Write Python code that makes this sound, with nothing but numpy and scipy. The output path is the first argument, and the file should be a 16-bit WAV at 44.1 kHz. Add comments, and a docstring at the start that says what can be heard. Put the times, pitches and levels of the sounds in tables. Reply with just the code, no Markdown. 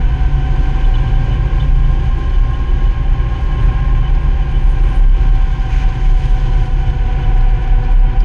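"""A thudding, whirring engine and a booming open cab: a side-by-side cruises along a gravel road.
Firing, belt clutch and whining gears follow the crank at nearly steady speed, while the drive shaft
beats against the wind to make the boom. Underneath, tyres rumble, crunch and fling grit, stones crack
against the floor pan, and a loose metal fitting squeaks on the bumps."""
import sys
import numpy as np
from scipy import signal
from scipy.fft import rfft, irfft
from scipy.io import wavfile
from scipy.ndimage import uniform_filter1d, minimum_filter1d

SR = 44100
rng = np.random.default_rng(int(sys.argv[2]) if len(sys.argv) > 2 else 0)


def generate_wav(sig):
    """Save sig (samples, or channels by samples) to the path in sys.argv[1] as 16-bit PCM at SR."""
    pcm = np.round(np.clip(np.atleast_2d(sig).T, -1, 1) * 32767).astype(np.int16)
    wavfile.write(sys.argv[1], SR, pcm)


N = 363384
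TIME = np.arange(N) / SR
HZ = np.maximum(np.fft.rfftfreq(N, 1 / SR), 1)

# engine speed: climbs under throttle, hunts as it eases, then sinks (time [s], speed [turns/s])
CRANK_SPEED = [(0.0, 55.43), (0.14, 55.88), (1.81, 58.46), (2.74, 58.88), (2.89, 59.17), (3.24, 58.93),
               (3.52, 59.09), (3.96, 58.69), (4.17, 58.7), (4.31, 58.34), (4.58, 58.23), (4.68, 57.91),
               (4.89, 57.96), (5.35, 56.81), (5.53, 57.16), (5.61, 56.68), (5.77, 56.31), (6.01, 56.41),
               (6.2, 55.5), (6.41, 55.55), (6.57, 55.18), (6.92, 54.81), (7.17, 54.93), (7.27, 54.74),
               (7.56, 54.82), (7.68, 54.63), (8.04, 54.95), (8.24, 54.9)]


def from_db(db):
    """Decibels to gain."""
    return 10 ** (np.asarray(db) / 20)


def rms_one(x):
    """Scale to unit power."""
    return x / np.sqrt(np.mean(np.abs(x) ** 2) + 1e-20)


def automation(rows):
    """Breakpoints to one curve for each column after the time."""
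    times, *columns = np.transpose(rows)
    return [np.interp(TIME, times, column) for column in columns]


def swell(crest_s, length_s):
    """A rounded rise and fall, 0 to 1."""
    inside = np.abs(TIME - crest_s) < length_s / 2
    return inside * np.cos(np.pi * (TIME - crest_s) / length_s)


def drift(rate_hz):
    """Smooth random modulation with a spread of 1."""
    step, settle = 40, 2000
    pole = np.exp(-2 * np.pi * rate_hz * step / SR)
    noise = rng.standard_normal(N // step + settle + 2)
    slow = signal.lfilter([1], [1, -2 * pole, pole * pole], noise)[settle:]
    return np.interp(np.arange(N) / step, np.arange(len(slow)), rms_one(slow))


def tone(turns, rough, flutter_hz, wander_hz=0.0):
    """A sine of unit power that flutters in level and phase and can wander in pitch."""
    angle = 2 * np.pi * (turns + rng.random() + np.cumsum(wander_hz * drift(11.73)) / SR)
    wave = (np.sqrt(2) + rough * drift(flutter_hz)) * np.sin(angle)
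    return rms_one(wave + rough * drift(flutter_hz) * np.cos(angle))


def grains(per_s, spread_db, clump_db):
    """Clicks of uneven size that come in clumps."""
    hits = rng.random(N) < per_s * from_db(clump_db * drift(14)) / SR
    sizes = from_db(spread_db * np.minimum(rng.exponential(1, N), 4))
    return rms_one(hits * sizes * rng.choice([-1, 1], N))


def ring(clicks, hz, t60):
    """Each click sets a decaying sine ringing."""
    pole, angle = from_db(-60 / (t60 * SR)), 2 * np.pi * hz / SR
    return signal.lfilter([0, np.sin(angle)], [1, -2 * pole * np.cos(angle), pole * pole], clicks + 1e-18)


def through_body(x, spectrum, unit_band_hz):
    """Colour an excitation by a spectrum and the body resonances; unit power inside the band."""
    # resonances and one notch of cab panels and engine cases (centre [Hz], width [Hz], gain [dB])
    panel_modes = [(245.4, 29.4, 6), (356, 37, 5.5), (554, 140, 4.5), (761.3, 60, 13), (825, 17, -5),
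                   (921, 110, 8), (1055, 63, 3.5), (1440, 54, 5.5), (1569, 203, 7), (2348, 155.1, 3.5),
                   (3050, 140, 7), (3410, 330, 2.5), (4155, 100, 6), (4770, 160, 4), (6390, 420, 5.5)]
    hz, level = np.transpose(spectrum)
    db = np.interp(np.log(HZ), np.log(hz), level)
    db += sum(lift * np.exp(-2 * ((HZ - centre) / width) ** 2) for centre, width, lift in panel_modes)
    shaped = rfft(x) * from_db(db)
    inside = (HZ > unit_band_hz[0]) & (HZ < unit_band_hz[1])
    return irfft(shaped, N) * N / np.sqrt(2 * np.sum(np.abs(shaped[inside]) ** 2))


def sizzle(start_s=4.4, end_s=5.06, attack_s=0.2, release_s=0.087, level_db=-64):
    """Something gritty rubs briefly and sizzles in one high resonance."""
    resonance = signal.butter(1, [8740, 9360], "band", fs=SR, output="sos")
    rubbing = grains(per_s=5000, spread_db=4, clump_db=8)
    pressure = np.clip(np.minimum((TIME - start_s) / attack_s, (end_s - TIME) / release_s), 0, 1)
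    return from_db(level_db) * pressure * rms_one(signal.sosfilt(resonance, rubbing))


def pebbles(hiss_db, per_s=35, t60=0.014, db_per_octave=-9):
    """Lone pebbles tick among the grit; the smaller they are, the higher and fainter."""
    hits = rng.random(N) < per_s / SR
    clicks = hits * from_db(hiss_db - 8 - 0.5 * np.minimum(rng.exponential(1, N), 3))
    pitches_hz = np.geomspace(4200, 11800, 12)
    gains = from_db(db_per_octave * np.log2(pitches_hz / pitches_hz[0]))
    size = rng.integers(0, len(pitches_hz), N)
    return sum(gains[k] * ring(clicks * (size == k), hz, t60) for k, hz in enumerate(pitches_hz))


def scrunch():
    """Coarse stones grind against each other where the tyres push through a deep patch."""
    # deep patches (crest [s], length [s], level [dB])
    patches = [(5.73, 0.12, -40), (5.808, .11, -40.5), (5.947, .08, -46), (6.044, 0.17, -40.5),
               (6.245, .16, -44), (7.628, .06, -46), (7.837, 0.077, -50)]
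    # colour of the grinding (frequency [Hz], level [dB])
    spectrum = [(900, -16), (1900, 0.5), (2600, 1.5), (3100, -11), (4200, -15), (6500, -16.5), (7600, -26),
                (11500, -34.5), (13000, -40)]
    load = sum(from_db(db) * swell(s, length) for s, length, db in patches)
    return load * through_body(grains(per_s=2500, spread_db=3, clump_db=2.5), spectrum, (1800, 2800))


def stones(ping_t60=0.031, crack_s=0.0055, knock_hz=2350, knock_t60=0.015):
    """A stone cracks against the underside and knocks the floor pan; most leave a short ping."""
    # stone strikes (time [s], level [dB], pitch [Hz], share of ping [0-1])
    strikes = [(2.298, -33, 4260, .4), (3.408, -41, 6240, .1), (4.152, -37, 5030, 0.4),
               (5.352, -52, 11600, .9), (5.597, -39, 5000, .6), (6.128, -47, 9000, .6),
               (6.61, -36, 4800, .6), (6.657, -39, 5800, .1), (6.9, -32, 4100, .4), (6.903, -48, 8400, .2),
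               (7.296, -54, 11850, .9), (7.375, -43, 7000, 0), (7.408, -35, 4200, .2),
               (7.488, -36, 4300, .3), (7.676, -41, 5600, .1), (7.838, -37, 4600, 0.4),
               (7.849, -38, 4900, 0.4), (7.915, -53, 10000, 0.2), (7.982, -52, 8000, .1),
               (7.995, -37, 4800, 0.5), (8.194, -37, 5200, .1), (8.204, -24.5, 4800, 0.34)]
    out = np.zeros(N + SR)
    age = TIME[:SR // 10]
    knock = from_db(-3 - 60 * age / knock_t60) * np.sin(2 * np.pi * knock_hz * age)
    for s, db, hz, share in strikes:
        ping = np.sin(2 * np.pi * hz * age) * from_db(-60 * age / ping_t60)
        burst = 1.3 * rng.standard_normal(len(age)) * np.exp(-age / crack_s)
        band = signal.butter(3, [hz * 0.4, hz * 1.12], "band", fs=SR, output="sos")
        crack = signal.sosfilt(band, burst)
        at = int(s * SR)
        out[at:at + len(age)] += from_db(db) * (share * ping + (1 - share) * (crack + knock))
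    return out[:N]


def loose_fitting(jiggle_db=-47, jiggles_per_s=70):
    """Bumps rub the fitting into short, rough squeaks with overtones; in between it jiggles faintly."""
    # metal modes, the upper ones catching later (pitch [Hz], level [dB], lag [s], pitch wander [Hz])
    modes = [(2994, -2, 0.0017, 28), (3100, -8, 0.002, 60), (3500, -0.5, 0.0075, 70),
             (4020, -12.5, 0.0044, 110)]
    # squeaks on the bumps (crest [s], length [s], level [dB], overtone offset [dB])
    squeaks = [(0.844, .024, -33, -8), (0.948, 0.026, -30.5, -6), (.986, .024, -40, -6),
               (1.074, .024, -34, -12), (1.104, .024, -39, -14), (1.15, 0.073, -41, -14),
               (1.33, 0.063, -34.5, -15), (1.53, .024, -41, -13), (1.6, 0.016, -30.5, -8.5),
               (1.62, .04, -40, -7), (1.846, 0.038, -40, -15), (2.345, 0.06, -37.5, -15),
               (2.54, .03, -39, -15), (2.694, .05, -40, -17), (2.867, .06, -39, -17),
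               (3.364, .04, -39.5, -13), (3.526, .03, -38, -19), (3.588, .03, -41, -17),
               (4.057, .07, -35.5, -25), (4.564, 0.033, -37, -17), (6.89, 0.052, -39, -13),
               (7.236, .045, -39, -19), (7.96, 0.026, -35, -15)]
    jiggle = from_db(jiggle_db) * (rng.random(N) < jiggles_per_s / SR) * rng.standard_normal(N)
    out = ring(jiggle, modes[0][0], t60=0.05)
    for k, (hz, mode_db, lag_s, wander_hz) in enumerate(modes):
        rubbing = sum(from_db(db + (k > 0) * overtones_db) * swell(s + lag_s, length)
                      for s, length, db, overtones_db in squeaks)
        turns = np.cumsum(hz + wander_hz * drift(120)) / SR
        out += from_db(mode_db) * rubbing * tone(turns, rough=0.71, flutter_hz=90)
    return out


def tyres(rumble_db, hiss_db):
    """The tread drums on the road, crunches gravel and flings fine grit at the wheel wells."""
    # colours of tread rumble, gravel crunch and grit spray (frequency [Hz], level [dB])
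    tread_spectrum = [(10, -10.5), (14, 0.5), (25, 9.5), (48, 3), (60, -6), (85, -6.5), (115, 4),
                      (140, -3.5), (165, -11), (200, -18), (380, -18.5), (640, -34.5), (1000, -36),
                      (2500, -77.5)]
    gravel_spectrum = [(1200, -15.5), (3000, 10.5), (4200, 1), (5300, 0), (6700, -3.5), (7200, -8),
                       (10000, -19.5), (12500, -24.5)]
    grit_spectrum = [(4000, -20), (7500, 1.5), (8300, -1.5), (9500, 1.5), (10300, 0), (11500, -11),
                     (13000, -18)]
    # patches of flung grit (crest [s], length [s], lift [dB])
    grit_patches = [(.47, .2, -1), (2.02, .2, 3), (2.48, 0.29, 4), (3.43, 0.26, 7), (3.68, 0.31, 6),
                    (4.21, .12, 10), (4.93, .3, 6), (5.78, .45, 3), (6.22, .4, 4.5), (6.65, 0.18, 8),
                    (7.95, 0.17, 9)]
    rumble = through_body(rng.standard_normal(N), tread_spectrum, (190, 450))
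    crunch = through_body(grains(per_s=9000, spread_db=3, clump_db=1.5), gravel_spectrum, (3900, 7500))
    spray = through_body(grains(per_s=3500, spread_db=5, clump_db=7), grit_spectrum, (9700, 12000))
    spray_db = -79 + 0.9 * (hiss_db - hiss_db.mean())  # deeper gravel, more spray
    spray_db += sum(db * swell(s, length) for s, length, db in grit_patches)
    return from_db(rumble_db - 1.32) * rumble + from_db(hiss_db - 1.8) * crunch + from_db(spray_db) * spray


def cab_boom(buffet_hz=39, width_hz=10):
    """The shaft's unbalance beats against wind buffeting in the cab; its joint adds the octave."""
    # drive shaft speed (time [s], speed [turns/s])
    shaft_speed = [(0, 32.0), (1, 32.8), (2, 33.5), (3, 33.95), (4, 33.8), (5, 33.4), (6, 32.9),
                   (6.7, 33.0), (7.3, 33.45), (8.24, 33.5)]
    # gusts that swell the boom (crest [s], length [s], level [dB])
    gusts = [(0.673, 0.14, -17), (0.88, 0.13, -9), (1.187, 0.17, -15), (1.793, 0.41, -11.5),
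             (2.406, 0.29, -13.5), (2.757, 0.13, -12), (3.077, 0.17, -13.5), (3.618, 0.24, -13.5),
             (4.131, 0.12, -4), (4.328, 0.098, -12), (4.63, 0.22, -10), (5.079, 0.21, -4),
             (5.403, 0.13, -9), (5.863, 0.08, -3.5), (6.133, 0.23, -9.5), (6.32, 0.035, -3),
             (6.674, 0.13, -9), (7.428, 0.19, -5), (7.756, 0.33, -12.5), (7.993, 0.2, -4),
             (8.216, 0.096, 1.5)]
    turns = np.cumsum(automation(shaft_speed)[0]) / SR
    buffet_peak = 1 / (1 + (2 * (HZ - buffet_hz) / width_hz) ** 2)
    wind = rms_one(irfft(rfft(rng.standard_normal(N)) * buffet_peak, N))
    strength = from_db(-18) + sum(from_db(db) * swell(s, length) for s, length, db in gusts)
    throb = strength * rms_one(np.sin(2 * np.pi * turns)) + from_db(-14.5) * wind
    cab = signal.butter(2, [27, 56], "band", fs=SR, output="sos")
    joint = from_db(-28) * tone(2 * turns, rough=0.94, flutter_hz=1)
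    return signal.sosfiltfilt(cab, throb) + joint


def case_whirr(turns, whirr_db, pulse_depth=0.072):
    """Valves and belt shake the engine cases into a noise that pulses lightly at every turn."""
    # colour of the whirr (frequency [Hz], level [dB])
    spectrum = [(300, -23), (640, -11.5), (760, 0.5), (840, 1.5), (890, -2), (1000, 4), (1330, -2.5),
                (2000, 2), (2700, -0.5), (3700, -14), (5300, -22.5), (9000, -51)]
    shaking = (1 + pulse_depth * np.cos(2 * np.pi * turns)) * rng.standard_normal(N)
    return from_db(whirr_db + 1.14) * through_body(shaking, spectrum, (1800, 2800))


def gear_whine(turns):
    """Whines swell as they glide through housing resonances; play in the drive lets their pitch wander."""
    # throttle (time [s], load [0 eased off to 1 pulling])
    pedal = [(0, .9), (1.5, .95), (3.7, 1), (5, .8), (6, .4), (7, 0), (8.24, 0)]
    # pitch of each whine (multiple of crank speed [x])
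    multiples = [4.9, 9, 13.5, 18, 18.67, 27.6]
    # voice of each whine (pulling [dB], eased off [dB], roughness [0-1], pitch wander [Hz],
    # resonance [Hz], width [Hz], lift [dB])
    whines = [(-47, -57.5, 0.5, 1.5, 275, 11, 9.5), (-50.5, -45.5, 0.3, 0.88, 494, 10, 4),
              (-42, -39.5, 0.29, 0.36, 763, 15, 6), (-47, -42.5, 0.45, 1, 1060, 22, 9.5),
              (-56.5, -53.5, 0.8, 1.5, 1064, 52, 12), (-46, -53.5, 0.15, 2.6, 1580, 58, 3.5)]
    # brief dips of the whine at 18 times crank speed (deepest point [s], length [s], change [dB])
    dips = [(.87, .08, -8), (2.393, 0.071, -2), (2.778, 0.12, -6), (3.126, 0.057, -13), (4.135, 0.096, -8),
            (4.32, 0.088, -6), (5.2, .4, -9)]
    # engine and clutch overtones (multiple of crank speed [x], pulling [dB], eased off [dB])
    overtones = [(1.225, -28, -28), (2, -27, -31), (3, -39.5, -38), (3.675, -48, -52), (4, -46, -52),
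                 (4.44, -46, -51), (4.5, -48, -45), (5.73, -44, -57), (8.3, -51, -54), (9.69, -47.5, -63),
                 (12.8, -46, -58), (13.15, -51, -55), (13.845, -54, -41.5), (14.19, -60, -39),
                 (17.3, -53, -54), (17.75, -53, -56), (19.38, -64, -54), (26.31, -63, -52),
                 (27.1, -62, -52), (27.35, -54.5, -50.5), (27.75, -55, -60), (30.8, -63, -56),
                 (31.5, -67, -52), (32.19, -59, -64)]
    throttle, = automation(pedal)
    speed, = automation(CRANK_SPEED)
    out = np.zeros(N)
    for multiple, (pulling_db, eased_db, rough, wander_hz, hz, width_hz, lift_db) in zip(multiples, whines):
        level_db = eased_db + throttle * (pulling_db - eased_db)
        level_db += lift_db * np.exp(-2 * ((multiple * speed - hz) / width_hz) ** 2)
        if multiple == 18:
            level_db += sum(db * swell(s, length) for s, length, db in dips)
        out += from_db(level_db) * tone(multiple * turns, rough, flutter_hz=21.3, wander_hz=wander_hz)
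    # close neighbours beat against the whines and make them pulse
    for multiple, pulling_db, eased_db in overtones:
        level_db = eased_db + throttle * (pulling_db - eased_db)
        out += from_db(level_db) * tone(multiple * turns, rough=0.35, flutter_hz=6.6, wander_hz=0.45)
    return out


def engine(turns, whirr_db, clutch_multiple=2.455):
    """Firing thud, belt clutch drone, gear whine and case whirr, all driven by the crank."""
    # the two low tones (time [s], firing [dB], clutch drone [dB])
    low_levels = [(0, -13.5, -29), (.35, -17, -19), (.9, -19.5, -27), (1.2, -19, -24), (1.95, -17.5, -22),
                  (2.5, -18, -40), (3.0, -20.5, -32.5), (4.1, -19, -24.5), (4.85, -20, -28.5),
                  (5.2, -23, -29.5), (6.1, -21.5, -29.5), (6.7, -23.5, -26), (7.7, -20.5, -28),
                  (8.24, -24.5, -31)]
    firing_db, drone_db = automation(low_levels)
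    thud = from_db(firing_db) * tone(turns, rough=0.1, flutter_hz=12)
    drone = from_db(drone_db) * tone(clutch_multiple * turns, rough=0.2, flutter_hz=3)
    whine = from_db(whirr_db - whirr_db.mean()) * gear_whine(turns)  # swells and dips with the whirr
    return thud + drone + whine + case_whirr(turns, whirr_db)


def scene(wobble_turns_per_s=0.06, jolt_db=0.5):
    """Everything rides with the microphone; ruts and jolts shake rumble, whirr and hiss together."""
    # rough stretches surge, smooth ones lull (middle [s], length [s], change [dB])
    ruts = [(1.316, .16, 1), (4.405, 0.17, 0), (4.928, 0.33, 1), (5.1, 0.13, -2), (5.736, .09, 0.5),
            (5.81, 0.1, 0.5), (6.485, 0.31, 2), (6.896, .14, 1), (7.24, 0.45, 1.5)]
    # fader rides for tyre rumble, case whirr and the hiss of loose gravel (time [s], level [dB])
    rumble_ride = [(0, -34), (.5, -32.5), (1.3, -31.5), (2.5, -34), (3.75, -32.5), (4.4, -34.5),
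                   (5.4, -34.5), (7.2, -33.5), (8.24, -34)]
    whirr_ride = [(0, -42), (1.1, -43), (1.9, -43.5), (2.8, -44.5), (3.3, -43.5), (3.8, -41.5), (4.3, -44),
                  (5.4, -43.5), (5.9, -43), (6.5, -44.5), (7.25, -43), (8.24, -43)]
    hiss_ride = [(0, -54), (.5, -51), (1.5, -53.5), (2.399, -52.5), (3.2, -56.5), (3.45, -52.5),
                 (4.3, -55.5), (5.2, -53), (5.8, -49), (6.08, -51), (6.25, -46.5), (6.38, -50.5),
                 (6.8, -52), (7.3, -55.5), (8.24, -57.5)]
    speed = automation(CRANK_SPEED)[0] + wobble_turns_per_s * drift(rate_hz=5)
    turns = np.cumsum(speed) / SR
    shake_db = jolt_db * drift(rate_hz=4) + sum(db * swell(s, length) for s, length, db in ruts)
    rumble_db = automation(rumble_ride)[0] + shake_db
    whirr_db = automation(whirr_ride)[0] + shake_db
    hiss_db = automation(hiss_ride)[0] + shake_db
    machine = engine(turns, whirr_db) + cab_boom() + sizzle()
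    road = tyres(rumble_db, hiss_db) + scrunch() + pebbles(hiss_db) + stones()
    fade_in = np.minimum(TIME / 0.004, 1)
    return (fade_in * (machine + road + loose_fitting()))[None]


def record(dry, gain_db=-0.77, threshold_db=-3.5, squeeze=0.88, release_db_per_s=45):
    """The microphone drops the infrasound, a limiter ducks under the boom's peaks, and the top is cut."""
    low_cut = signal.butter(2, 10, "high", fs=SR, output="sos")
    high_cut = signal.cheby2(12, 70, 14040, fs=SR, output="sos")
    out = from_db(gain_db) * signal.sosfilt(low_cut, dry)
    over_db = np.maximum(20 * np.log10(np.abs(out) + 1e-9) - threshold_db, 0)
    release_db = release_db_per_s * TIME
    held_db = np.maximum.accumulate(over_db + release_db) - release_db
    ducking = uniform_filter1d(minimum_filter1d(from_db(-squeeze * held_db), size=500), size=450)
    return signal.sosfilt(high_cut, out * ducking)


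dry = scene()
out = record(dry)
generate_wav(out)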